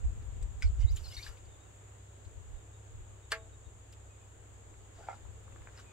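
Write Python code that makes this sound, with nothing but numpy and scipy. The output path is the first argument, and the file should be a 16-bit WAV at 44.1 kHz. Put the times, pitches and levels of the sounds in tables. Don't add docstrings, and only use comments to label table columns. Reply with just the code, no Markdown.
import sys
import numpy as np
from scipy import signal
from scipy.fft import rfft, irfft, next_fast_len
from scipy.io import wavfile
from scipy.ndimage import uniform_filter1d, map_coordinates

SR = 44100
rng = np.random.default_rng(int(sys.argv[2]) if len(sys.argv) > 2 else 0)


def elevation(decibels):
    levels = np.asarray(decibels, float)
    return 10 ** (levels / 20)


def generate_wav(sig):
    pcm = np.round(np.clip(np.atleast_2d(sig).T, -1, 1) * 32767).astype(np.int16)
    wavfile.write(sys.argv[1], SR, pcm)


N = 261072

# (time [s], strength [dB], lean to left port [dB])
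WIND_STRENGTH = [(0.0, -47.5, -1), (0.08, -37, 6), (0.25, -52, 8.0), (0.43, -39, 14), (0.56, -48.5, 1),
                 (0.67, -33, -1), (0.77, -43, -4.0), (0.81, -37, -6), (1.17, -57, 4), (2.09, -74, -8),
                 (2.41, -56, 14), (2.57, -54, -10), (2.74, -74, 8), (2.97, -54, -9), (3.26, -66, 6.5),
                 (5.13, -64.5, -4), (5.23, -54, 7), (5.92, -70, 4)]
# (frequency [Hz], level [dB])
EDDY_SPECTRUM = [(12, -43), (25, 2.5), (45, -6), (75, -2.5), (105, -6.5), (125, -10.5), (140, -26),
                 (250, -29.5), (500, -120)]
# (time [s], peak level [dB], width [s], swing [Hz])
LEFT_PUFFS = [(.025, -32, .015, 55), (.0745, -23.5, 0.038, 48), (.122, -30.5, 0.023, 70),
              (0.282, -36, 0.056, 55), (.37, -36, .015, 50), (.426, -29, .012, 55), (.449, -26, 0.021, 48),
              (.498, -30.5, .02, 65.4), (0.6568, -18.5, .016, 55), (.6776, -25, .015, 45),
              (.7, -20.5, 0.015, 65), (.7844, -27.5, 0.037, 52), (0.8452, -20.5, 0.014, 58),
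              (0.9087, -22.5, 0.014, 58), (0.9322, -25.5, .02, 45), (1.1818, -35.5, .02, 58),
              (1.2972, -37.5, .02, 58), (2.271, -36.5, .015, 65), (2.3777, -38.5, 0.011, 65),
              (3.013, -39, .015, 58), (3.68, -38.5, .02, 58), (5.2395, -38.5, .012, 62)]
RIGHT_PUFFS = [(.044, -26, 0.011, 60), (.06, -21.5, .018, 68), (.098, -34, .03, 70), (.449, -33, .02, 55),
               (.57, -34, 0.014, 55), (0.6467, -18, .011, 62), (.6616, -15, 0.013, 68),
               (.683, -21, 0.013, 60), (.7304, -26, 0.028, 52), (.8, -18.5, 0.011, 55.4),
               (0.822, -19, .022, 42.2), (.852, -11, .013, 71), (.8837, -26, 0.016, 50),
               (0.9226, -20.5, .022, 45), (.944, -23.5, .016, 69.6), (1.0214, -35, 0.036, 72),
               (1.08, -37.5, .015, 65), (2.535, -37.5, .04, 45), (5.612, -42, .01, 60)]
# (frequency [Hz], unsteadiness [Hz], level [dB])
MOTOR_ORDERS = [(55.2, 6, -67), (66.5, 2.993, -58), (100.3, 2.49, -56), (120.4, 2.994, -68.5),
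                (82.8, 33, -65.5)]
# (time [s], far traffic and leaves [dB], cicadas [dB])
BACKGROUND = [(0.0, -62.5, -66), (3.89, -65, -67), (5.92, -62.5, -66.5)]
# (frequency [Hz], level [dB])
FAR_SPECTRUM = [(100, -120), (125, -3.5), (228, -8.5), (308, -4), (433, -1.5), (562, -5), (730, -6.5),
                (1730, -13), (2110, -16), (3630, -17.5), (4100, -23.5), (5530, -27.5), (10100, -33.5),
                (15700, -34)]
# (frequency [Hz], likeness [-1..1])
LIKENESS = [(130, 0.7), (290, 0.63), (640, -0.01), (1400, -0.05), (4000, -0.08)]
# (frequency [Hz], level [dB])
TYMBAL = [(5200, -120), (5700, -38.5), (6400, -5), (7180, 3.5), (7900, -3.5), (8600, -15), (9400, -19),
          (10200, -71), (11000, -120)]

# (time [s], level [dB], resonance [Hz])
PINGS = [(.425, -42.5, 7770), (.960, -41, 7000), (.967, -51, 10100), (1.2265, -43, 4400), (1.18, -44, 4700),
         (1.236, -48, 3800), (1.265, -44, 1670), (1.45, -59, 4570), (.648, -52, 4600)]
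CLACKS = [(.6225, -43, 5300), (.6225, -42.5, 6500), (.627, -44, 5100), (.617, -52, 2300),
          (.6225, -45, 3700), (1.286, -55, 11000), (1.1665, -53, 10300), (.81, -57, 2200),
          (.915, -56, 3830), (.969, -47, 4200), (5.785, -54, 1950), (.963, -54, 13500), (1.263, -52, 3500),
          (3.925, -59, 9200), (3.925, -63, 13000), (1.265, -47, 2250), (3.925, -55.5, 5300)]
SCUFFS = [(.968, -40.5, 3700), (1.108, -52, 1400), (1.06, -50.5, 1400), (1.287, -56, 9500),
          (1.285, -50, 1300), (1.369, -52, 3000), (2.25, -57.5, 4200), (3.928, -52.5, 3000),
          (5.775, -49, 1500), (5.792, -45, 1380), (.425, -47, 500), (0.22, -52, 300), (0.04, -55, 600)]
TAPS = [(.366, -38, 320), (4.74, -48, 1700), (5.251, -45, 1200), (5.4795, -40, 1100), (5.523, -44, 1700),
        (5.56, -40, 1400), (5.62, -44, 1500), (.915, -46.5, 13000), (.928, -54, 11500), (.426, -52, 11000),
        (5.6725, -33, 1500), (5.688, -42, 1400), (.848, -42, 230)]
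# (width over pitch [ratio], t60 [s], crack [dB], attack [s])
PING_KIND = (0.091, 0.042, -12, .001)
CLACK_KIND = (0.17, 0.045, -4, .001)
SCUFF_KIND = (.55, 0.057, -9, .003)
TAP_KIND = (1.05, .012, -36, .0006)
# (frequency [Hz], level [dB])
CRACK_SPECTRUM = [(300, -14), (1500, 0), (4000, 1), (6500, -5), (10000, -10.5), (13000, -17), (16000, -22)]

# (frequency [Hz], level [dB], t60 [s])
BUCKLE_MODES = [(1490, -13, 0.04), (2019, -4, 0.037), (2186, 0.5, .04), (2320, 0.5, 0.041),
                (2977, -13, .05), (3714, -10, .03), (4980, -11.5, .05), (6045, -13, .04), (6500, -16, .02),
                (8400, -18, .03)]
# (time [s], level [dB], brightness [dB/octave])
BUCKLE_HITS = [
    (0.6226, -39, 2),
    (.627, -41, -4.5),
    (0.6407, -46, -5),
]
# (time [s], level [dB], frequency [Hz], t60 [s])
CHIMES = [(1.1665, -34.5, 4320, 0.036), (1.0555, -45, 4170, 0.045), (1.147, -43, 5000, .025),
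          (1.2265, -41, 4260, .03), (1.2625, -42, 4200, 0.015), (1.2275, -46, 5050, .04),
          (1.2315, -37, 4730, .035), (1.237, -48, 3500, .05), (1.264, -43, 1680, .04),
          (.9595, -46, 7050, .05), (.964, -46, 6900, .04), (.425, -48, 7800, .03), (.885, -52, 3980, 0.028),
          (5.7745, -45, 5150, 0.017), (3.3192, -20.5, 4300, 0.0096), (3.3222, -33, 7800, .012),
          (3.3193, -23, 4800, .009), (3.3219, -16.5, 1800, .011), (3.3183, -32, 9900, .006),
          (3.319, -24, 1250, .012), (.6265, -39, 1497, .04), (.6745, -50, 4500, .012),
          (5.7745, -53, 4200, .015), (5.774, -58, 2800, .015), (5.787, -55, 4000, .012),
          (5.761, -59, 5200, .015), (.972, -53, 3020, 0.073), (.807, -55, 5650, .025),
          (.817, -56, 5650, .025)]

# (full pressure at [s], held [s], level [dB], hiss [dB], low [dB])
RUBS = [(.812, .004, -65, -9, -1), (.972, .004, -61.5, -7, -16), (.64, 0.032, -64, -13, -6),
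        (1.05, 0.071, -62, -7, -11), (1.17, 0.077, -61, -5.5, -12), (1.285, 0.0092, -67, -18, 1.5),
        (1.34, 0.041, -76, -6, -2), (4.98, 0.17, -70.5, -21, 1), (5.77, .03, -68.5, -30, 2.5)]
# (frequency [Hz], width [Hz], level [dB])
SHAFT_MODES = [(2200, 81, -19), (2870, 68, 5.5), (3770, 35, 1), (4120, 55, 1), (4780, 120, -2.5),
               (5810, 100, 3), (7600, 130, -9), (10400, 140, -18)]
# (time [s], pitch [Hz], level [dB])
SLIDE_IN = [(.912, 5300, -60), (.922, 6000, -57), (.94, 7000, -50)]
SLIDE_OUT = [(1.026, 6200, -48), (1.04, 4430, -49), (1.05, 4250, -53), (1.058, 4167, -48),
             (1.08, 4180, -53)]
# (start [s], length [s], first pitch [Hz], last pitch [Hz], peak level [dB])
SQUEALS = [(.815, 0.037, 3030, 3000, -58), (.868, .017, 3830, 3880, -57), (.881, 0.012, 3900, 4050, -48.5),
           (.892, .012, 4300, 4900, -51), (.903, .013, 4800, 5050, -58), (.662, .017, 4250, 4300, -61),
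           (1.035, .015, 5500, 5400, -58), (1.055, .03, 5200, 5150, -58), (1.078, .02, 4900, 4800, -51),
           (1.1, .035, 4900, 5200, -54), (1.1, 0.031, 3050, 2850, -56), (1.122, .026, 2150, 2160, -56.5),
           (1.137, .018, 4350, 4350, -52), (1.135, .03, 5920, 5890, -56), (1.168, 0.031, 5900, 5850, -59),
           (1.16, 0.032, 2250, 2160, -55), (1.19, .013, 2100, 2300, -46.5), (1.2, .022, 2390, 2300, -53),
           (1.165, 0.029, 1900, 1700, -55.5), (1.166, 0.032, 3780, 3730, -48.5),
           (1.177, .016, 4400, 4500, -51), (1.19, .015, 4500, 4400, -56), (1.21, .026, 6300, 6300, -62),
           (1.24, 0.022, 4500, 4700, -57), (0.81, .02, 3850, 3830, -63)]
# (start [s], length [s], first pitch [Hz], last pitch [Hz], peak level [dB])
GROANS = [(4.98, 0.05, 670, 675, -55), (4.99, 0.042, 830, 860, -60), (4.99, 0.016, 455, 450, -58),
          (5.092, .018, 850, 850, -50), (5.11, .04, 710, 760, -61), (5.03, 0.02, 770, 770, -56),
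          (5.085, 0.067, 1320, 1428, -53), (5.025, 0.035, 1480, 1486, -57.5),
          (5.068, .015, 2100, 2250, -57), (5.095, .03, 2100, 2100, -58), (5.065, .02, 710, 710, -55)]
# (start [s], length [s], first pitch [Hz], last pitch [Hz], peak level [dB])
WHISTLES = [(.77, .16, 2070, 2150, -67), (1.48, .08, 3750, 3500, -68), (1.58, .1, 3750, 3750, -74),
            (2.55, .08, 3750, 3700, -76), (2.72, .06, 3750, 3700, -76), (3.22, .05, 3750, 3700, -75),
            (3.36, .1, 3750, 3700, -74), (3.52, .04, 3780, 3700, -69), (3.64, .06, 3750, 3700, -73),
            (4.08, .08, 2520, 2500, -74), (4.19, .07, 2500, 2470, -73), (5.84, .13, 2500, 2450, -67)]
# (from [s], to [s], low pitch [Hz], high pitch [Hz], level [dB])
CHATTER = (1.04, 1.27, 3200, 6200, -55)

# (time [s], level [dB], crack [dB], brightness [dB/octave])
SNAPS = [
    (3.3184, -35, 8, 5),
    (3.3195, -29, 3, 1),
    (3.3221, -23, -5, -1),
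    (3.3245, -38, 9, 4),
    (3.332, -31, -17, -5),
]
# (frequency [Hz], level [dB], t60 [s])
NOCK_MODES = [(1140, -6, 0.03), (1380, -12, 0.025), (1800, -4, 0.024), (2100, -5.5, 0.023),
              (2850, -10, 0.026), (4270, -8, .016), (4760, -8, 0.009), (6050, -20, 0.011),
              (7800, -12, 0.012), (9800, -15.5, 0.0082)]
# (frequency [Hz], level [dB])
RATTLE_SPECTRUM = [(300, -29), (600, -15), (1200, -4), (1900, 0), (2600, -3), (4500, -17), (6000, -26),
                   (10000, -22), (16000, -38)]
# (frequency [Hz], level [dB], t60 [s])
BOW_MODES = [(451, -20.5, .36), (472, -18, .1), (654, -16, .32), (560, -18, .07), (857, -23, .25),
             (1107, -20, .24), (1367, -17, .15), (1508, -14, .08), (1618, -3, .1), (1745, -5, .08),
             (1840, -14, .09), (2070, -8, .07), (2115, -6, .08), (2390, -18, .08)]
# (frequency [Hz], level [dB], t60 [s])
RISER_MODES = [(2710, -16, 0.055), (2960, -12, .05), (3149, -21, .045), (4199, -16, .04), (4296, -12, .03),
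               (4538, -22, .08), (4840, -23, .07), (6831, -24, .04)]
# (time [s], level [dB], brightness [dB/octave], time until pad grips [s])
KNOCKS = [
    (5.0845, -28.5, -1, 0.0055),
    (5.0935, -41, 3, 0.0086),
    (5.103, -41, 1, 0.0047),
    (5.1105, -40, -1, .009),
    (5.127, -42.5, -1, .009),
    (5.1415, -45, -1, 0.0038),
]
# (frequency [Hz], level [dB], t60 [s])
STAND_MODES = [(548, -9.5, 0.029), (811, 1, 0.035), (1335, -5, 0.029), (1670, -12, 0.022),
               (2245, -12, 0.025), (3300, -15, .012)]


def unit(x):
    return x / np.sqrt(np.mean(x ** 2, axis=-1, keepdims=True) + 1e-20)


def along(points, hz):
    f, v = np.transpose(points)
    return np.interp(np.log(hz + 1), np.log(f + 1), v)


def curves(rows):
    s, *cols = np.transpose(rows)
    return [np.interp(np.arange(N) / SR, s, c) for c in cols]


def wobble(rate_hz):
    knots = rng.standard_normal(int(N * rate_hz / SR) + 4)
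    return map_coordinates(knots, [np.arange(N) * rate_hz / SR])


def filtered(x, response):
    m = next_fast_len(N + 8192)
    return irfft(rfft(x, m) * response(np.fft.rfftfreq(m, 1 / SR)), m)[..., :N]


def coloured(x, spectrum):
    return unit(filtered(x, lambda hz: elevation(along(spectrum, hz))))


def add(track, s, sound):
    part = track[..., max(round(s * SR), 0):][..., :sound.shape[-1]]
    part += sound[..., :part.shape[-1]]


def ring(modes, tilt_db, scatter_db, attack_s):
    t = np.arange(SR // 4) / SR
    hz, db, t60_s = np.transpose(modes)[:, :, None]
    strength, phase = rng.standard_normal((2, len(hz), 1))
    level_db = db + tilt_db * np.log2(hz / 1000) + scatter_db * strength - 60 * t / t60_s
    partials = elevation(level_db) * np.sin(2 * np.pi * hz * t + 0.42 * phase)
    return partials.sum(axis=0) * (1 - np.exp(-t / attack_s))


def burst(gain, t60_s, attack_s):
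    t = np.arange(SR // 4) / SR
    spectrum = rfft(rng.standard_normal(len(t))) * gain(np.fft.rfftfreq(len(t), 1 / SR))
    noise = irfft(spectrum, len(t))
    shape = elevation(-60 * t / t60_s) * (1 - np.exp(-t / attack_s))
    return unit(noise * shape) * np.sqrt(np.mean(shape ** 2))


def crack(t60_s):
    return burst(lambda hz: elevation(along(CRACK_SPECTRUM, hz)), t60_s, 0.00024)


def glides(rows):
    return [[(s, first_hz, db), (s + length_s, last_hz, db)] for s, length_s, first_hz, last_hz, db in rows]


def tones(calls, rough_rad, breaks_db):
    swell_db, thins_db_per_octave = 7, 30
    out = np.zeros(N)
    shake, slip = wobble(400), -wobble(110) ** 2
    for k, points in enumerate(calls):
        s, hz, db = np.transpose(points)
        t = np.arange(s[0], s[-1], 1 / SR)
        u = np.linspace(-1, 1, len(t))
        part = slice(k * SR // 5, k * SR // 5 + len(t))
        pitch_hz = np.interp(t, s, hz)
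        phase = 2 * np.pi * np.cumsum(pitch_hz) / SR + rough_rad * shake[part]
        thinning_db = thins_db_per_octave * np.log2(pitch_hz / hz.min())
        swell = elevation(np.interp(t, s, db) - swell_db * u ** 2 - thinning_db) * (1 - u ** 8)
        add(out, s[0], swell * elevation(breaks_db / 2 + breaks_db * slip[part]) * np.sin(phase))
    return out


def wind():
    murmur_top_db = -45
    strength_db, lean_db = curves(WIND_STRENGTH)
    lumps = elevation(3.1 * np.array([wobble(14), wobble(14)]))
    port_db = np.minimum([strength_db + lean_db / 2, strength_db - lean_db / 2], murmur_top_db)
    murmur = elevation(port_db + 4.0) * coloured(lumps * rng.standard_normal((2, N)), EDDY_SPECTRUM)

    lead = SR // 10
    t = np.arange(-lead, lead) / SR
    puffs = np.zeros((2, N + lead))
    for port, rows in zip(puffs, (LEFT_PUFFS, RIGHT_PUFFS)):
        for s, db, width_s, swing_hz in rows:
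            bell = np.exp(-.5 * (2 * t / width_s) ** 2)
            add(port, s, -elevation(db) * bell * np.cos(2 * np.pi * swing_hz * t))

    def wind_guard(hz):
        return .012 + 1 / (1 + (hz / 125) ** 16)
    return murmur + filtered(puffs[:, lead:], wind_guard)


def motor():
    t = np.arange(N) / SR
    out = np.zeros(N)
    for hz, spread_hz, db in MOTOR_ORDERS:
        strength = elevation(db + 2.0 + 1.73 * wobble(spread_hz))
        out += strength * np.sin(2 * np.pi * hz * t + 1.21 * wobble(spread_hz))
    return out


def traffic_and_leaves():
    z = signal.stft(rng.standard_normal((2, N)), nperseg=512)[2]
    patches = rng.standard_normal(z.shape[1:])
    patches = uniform_filter1d(uniform_filter1d(patches, 6, 0), 14, 1)
    pair = signal.istft(z * elevation(0.71 * patches / patches.std()), nperseg=512)[1][:, :N]

    def mid_side(hz):
        angle = np.arccos(np.clip(along(LIKENESS, hz), -1, 1)) / 2
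        return elevation(along(FAR_SPECTRUM, hz)) * [np.cos(angle), np.sin(angle)]
    mid, side = filtered(pair, mid_side)
    return unit(np.array([mid + side, mid - side]))


def cicadas():
    beats = np.zeros((2, N))
    for rate_hz in rng.uniform(260, 370, size=4):
        for side_beats in beats:
            cycle = np.cumsum(rate_hz * (1 + 0.077 * wobble(4.1))) / SR
            side_beats += elevation(1.8 * wobble(3.8)) * np.exp(-4 * (cycle % 1))
    return coloured(np.sqrt(beats + .8) * rng.standard_normal((2, N)), TYMBAL)


def garden():
    far_db, cicada_db = curves(BACKGROUND)
    return elevation(far_db + 2.5) * traffic_and_leaves() + elevation(cicada_db + [[4], [1.5]]) * cicadas()


def ticks():
    out = np.zeros(N)
    kinds = [(PINGS, PING_KIND), (CLACKS, CLACK_KIND), (SCUFFS, SCUFF_KIND), (TAPS, TAP_KIND)]
    for rows, (width, t60_s, crack_db, attack_s) in kinds:
        for s, db, centre_hz in rows:
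            def resonance(hz):
                peak = 1 / (1 + (2 * (hz / centre_hz - 1) / width) ** 2)
                return peak / (1 + (hz / centre_hz / 1.6) ** 8)
            contact = burst(resonance, t60_s, attack_s) + elevation(crack_db) * crack(t60_s)
            add(out, s, elevation(db - 5.5) * contact)
    return out


def buckle():
    out = np.zeros(N)
    for s, db, bright_db in BUCKLE_HITS:
        add(out, s, elevation(db) * ring(BUCKLE_MODES, bright_db, 1.6, 0.00056))
    for s, db, hz, t60_s in CHIMES:
        add(out, s, elevation(db) * ring([(hz, 0, t60_s)], 0, 0, 0.0013))
    return out


def rubbing():
    press_db_per_s, lift_db_per_s = 261, 282
    density = np.array([3.2 * wobble(400) + 1.8 * wobble(30) for _ in range(3)])
    grains = elevation(density) * rng.standard_normal((3, N))

    def shaft(hz):
        total = 0.38 * (hz > 2300) * (hz < 9000)
        for k, (centre_hz, width_hz, db) in enumerate(SHAFT_MODES):
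            damping = 1j * hz * 3 * width_hz
            total = total + (-1) ** k * elevation(db) * damping / (centre_hz ** 2 - hz ** 2 + damping)
        return total
    body = unit(filtered(grains[0], shaft))
    hiss = coloured(grains[1], [(6000, -36), (8000, 6.5), (12000, 9.0), (15500, 0)])
    low = coloured(grains[2], [(500, -17), (1000, 1.5), (1700, 0.5), (2500, -5.0), (3500, -34)])

    out = tones([SLIDE_IN, SLIDE_OUT] + glides(SQUEALS), rough_rad=.7, breaks_db=4)
    out = out + tones(glides(GROANS), rough_rad=.6, breaks_db=5)
    t = np.arange(N) / SR
    for s, held_s, db, hiss_db, low_db in RUBS:
        pressing_db = press_db_per_s * np.clip(s - t, 0, 1)
        lifting_db = lift_db_per_s * np.clip(t - s - held_s, 0, 1)
        out = out + elevation(db - pressing_db - lifting_db) * (body + elevation(hiss_db) * hiss + elevation(low_db) * low)
    return out


def birds():
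    return tones(glides(WHISTLES), rough_rad=.5, breaks_db=4.5)


def chatter():
    start_s, end_s, low_hz, high_hz, db = CHATTER
    out, t = np.zeros(N), np.arange(SR // 100) / SR
    for when, pitch, bend, size in rng.uniform(size=(50, 4)):
        hz = low_hz + (high_hz - low_hz) * pitch
        phase = 2 * np.pi * hz * (t + 4 * (bend - .4) * t ** 2)
        slip = np.sin(np.pi * t / t[-1]) ** 2 * np.sin(phase)
        add(out, start_s + (end_s - start_s) * when, elevation(db - 12.0 * size) * slip)
    return out


def nock():
    seating_s, seating_db = 0.013, -44
    out = np.zeros(N)
    for s, db, crack_db, bright_db in SNAPS:
        snap = elevation(-4.0) * ring(NOCK_MODES, bright_db, 0.79, 0.00022) + elevation(crack_db - 5.5) * crack(0.015)
        add(out, s, elevation(db) * snap)
    scrape = crack(0.041)[round(seating_s * SR)::-1]
    add(out, SNAPS[0][0] - seating_s, elevation(seating_db) * scrape)
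    rattle = burst(lambda hz: elevation(along(RATTLE_SPECTRUM, hz)), 0.12, 0.00062)
    add(out, SNAPS[1][0], elevation(-37.0) * rattle)
    return out


def string():
    out = np.zeros(N)
    add(out, SNAPS[1][0], elevation(-25.0) * ring(BOW_MODES, 0, 0, 0.004))
    add(out, SNAPS[1][0], elevation(-24) * ring(RISER_MODES, 0, 0, 0.001))
    return out


def stand():
    contact_s, grip_db_per_s = 0.0036, 9000
    thud_spectrum = [(300, -12), (800, 7), (1400, -5), (2300, 3), (3300, -28), (4500, -38)]
    out = np.zeros(N)
    for s, db, bright_db, held_s in KNOCKS:
        thud = burst(lambda hz: elevation(along(thud_spectrum, hz)), 0.025, 0.0022)
        t = np.arange(len(thud)) / SR
        loading = np.clip(t / contact_s, 0, 1) * elevation(-grip_db_per_s * np.clip(t - held_s, 0, 1))
        knock = ring(STAND_MODES, bright_db, 0.81, 0.0011) + elevation(-10.5) * thud
        add(out, s, elevation(db + 2.5) * loading * knock)
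    return out


def fence(x):
    t60_points = [(300, 0.17), (2000, 0.12), (6000, 0.092), (10000, 0.054)]  # (Hz, s)
    hz, t, z = signal.stft(rng.standard_normal((2, SR // 3)), SR, nperseg=256)
    decay = elevation(-60 * t / along(t60_points, hz)[:, None])
    tail = signal.istft(z * decay, SR, nperseg=256)[1]
    delayed = np.pad(x, (200, 0))[None]
    return signal.fftconvolve(delayed, tail / np.linalg.norm(tail[0]), axes=1)[:, :N]


def scene():
    def port_lag(hz):
        return np.exp(-1j * np.outer([1, 0], 1.25 * np.tanh(hz / 2400)))
    outdoors = wind() + motor() + garden()
    handling = ticks() + buckle() + rubbing() + chatter()
    whistles = birds()
    near = (nock() + stand()) * elevation([[.4], [-.4]]) + handling * elevation([[1.5], [-1.5]])
    echo = elevation(-8.5) * fence(near.mean(axis=0) + whistles)
    return filtered(near + string(), port_lag) + whistles + echo + outdoors


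def roll_off(x):
    return signal.sosfilt(signal.butter(12, 16500, fs=SR, output="sos"), x)


def record(dry):
    top_hz = 15750
    mix = filtered(dry, lambda hz: hz < top_hz)
    return roll_off(mix)


dry = scene()
out = record(dry)
generate_wav(out)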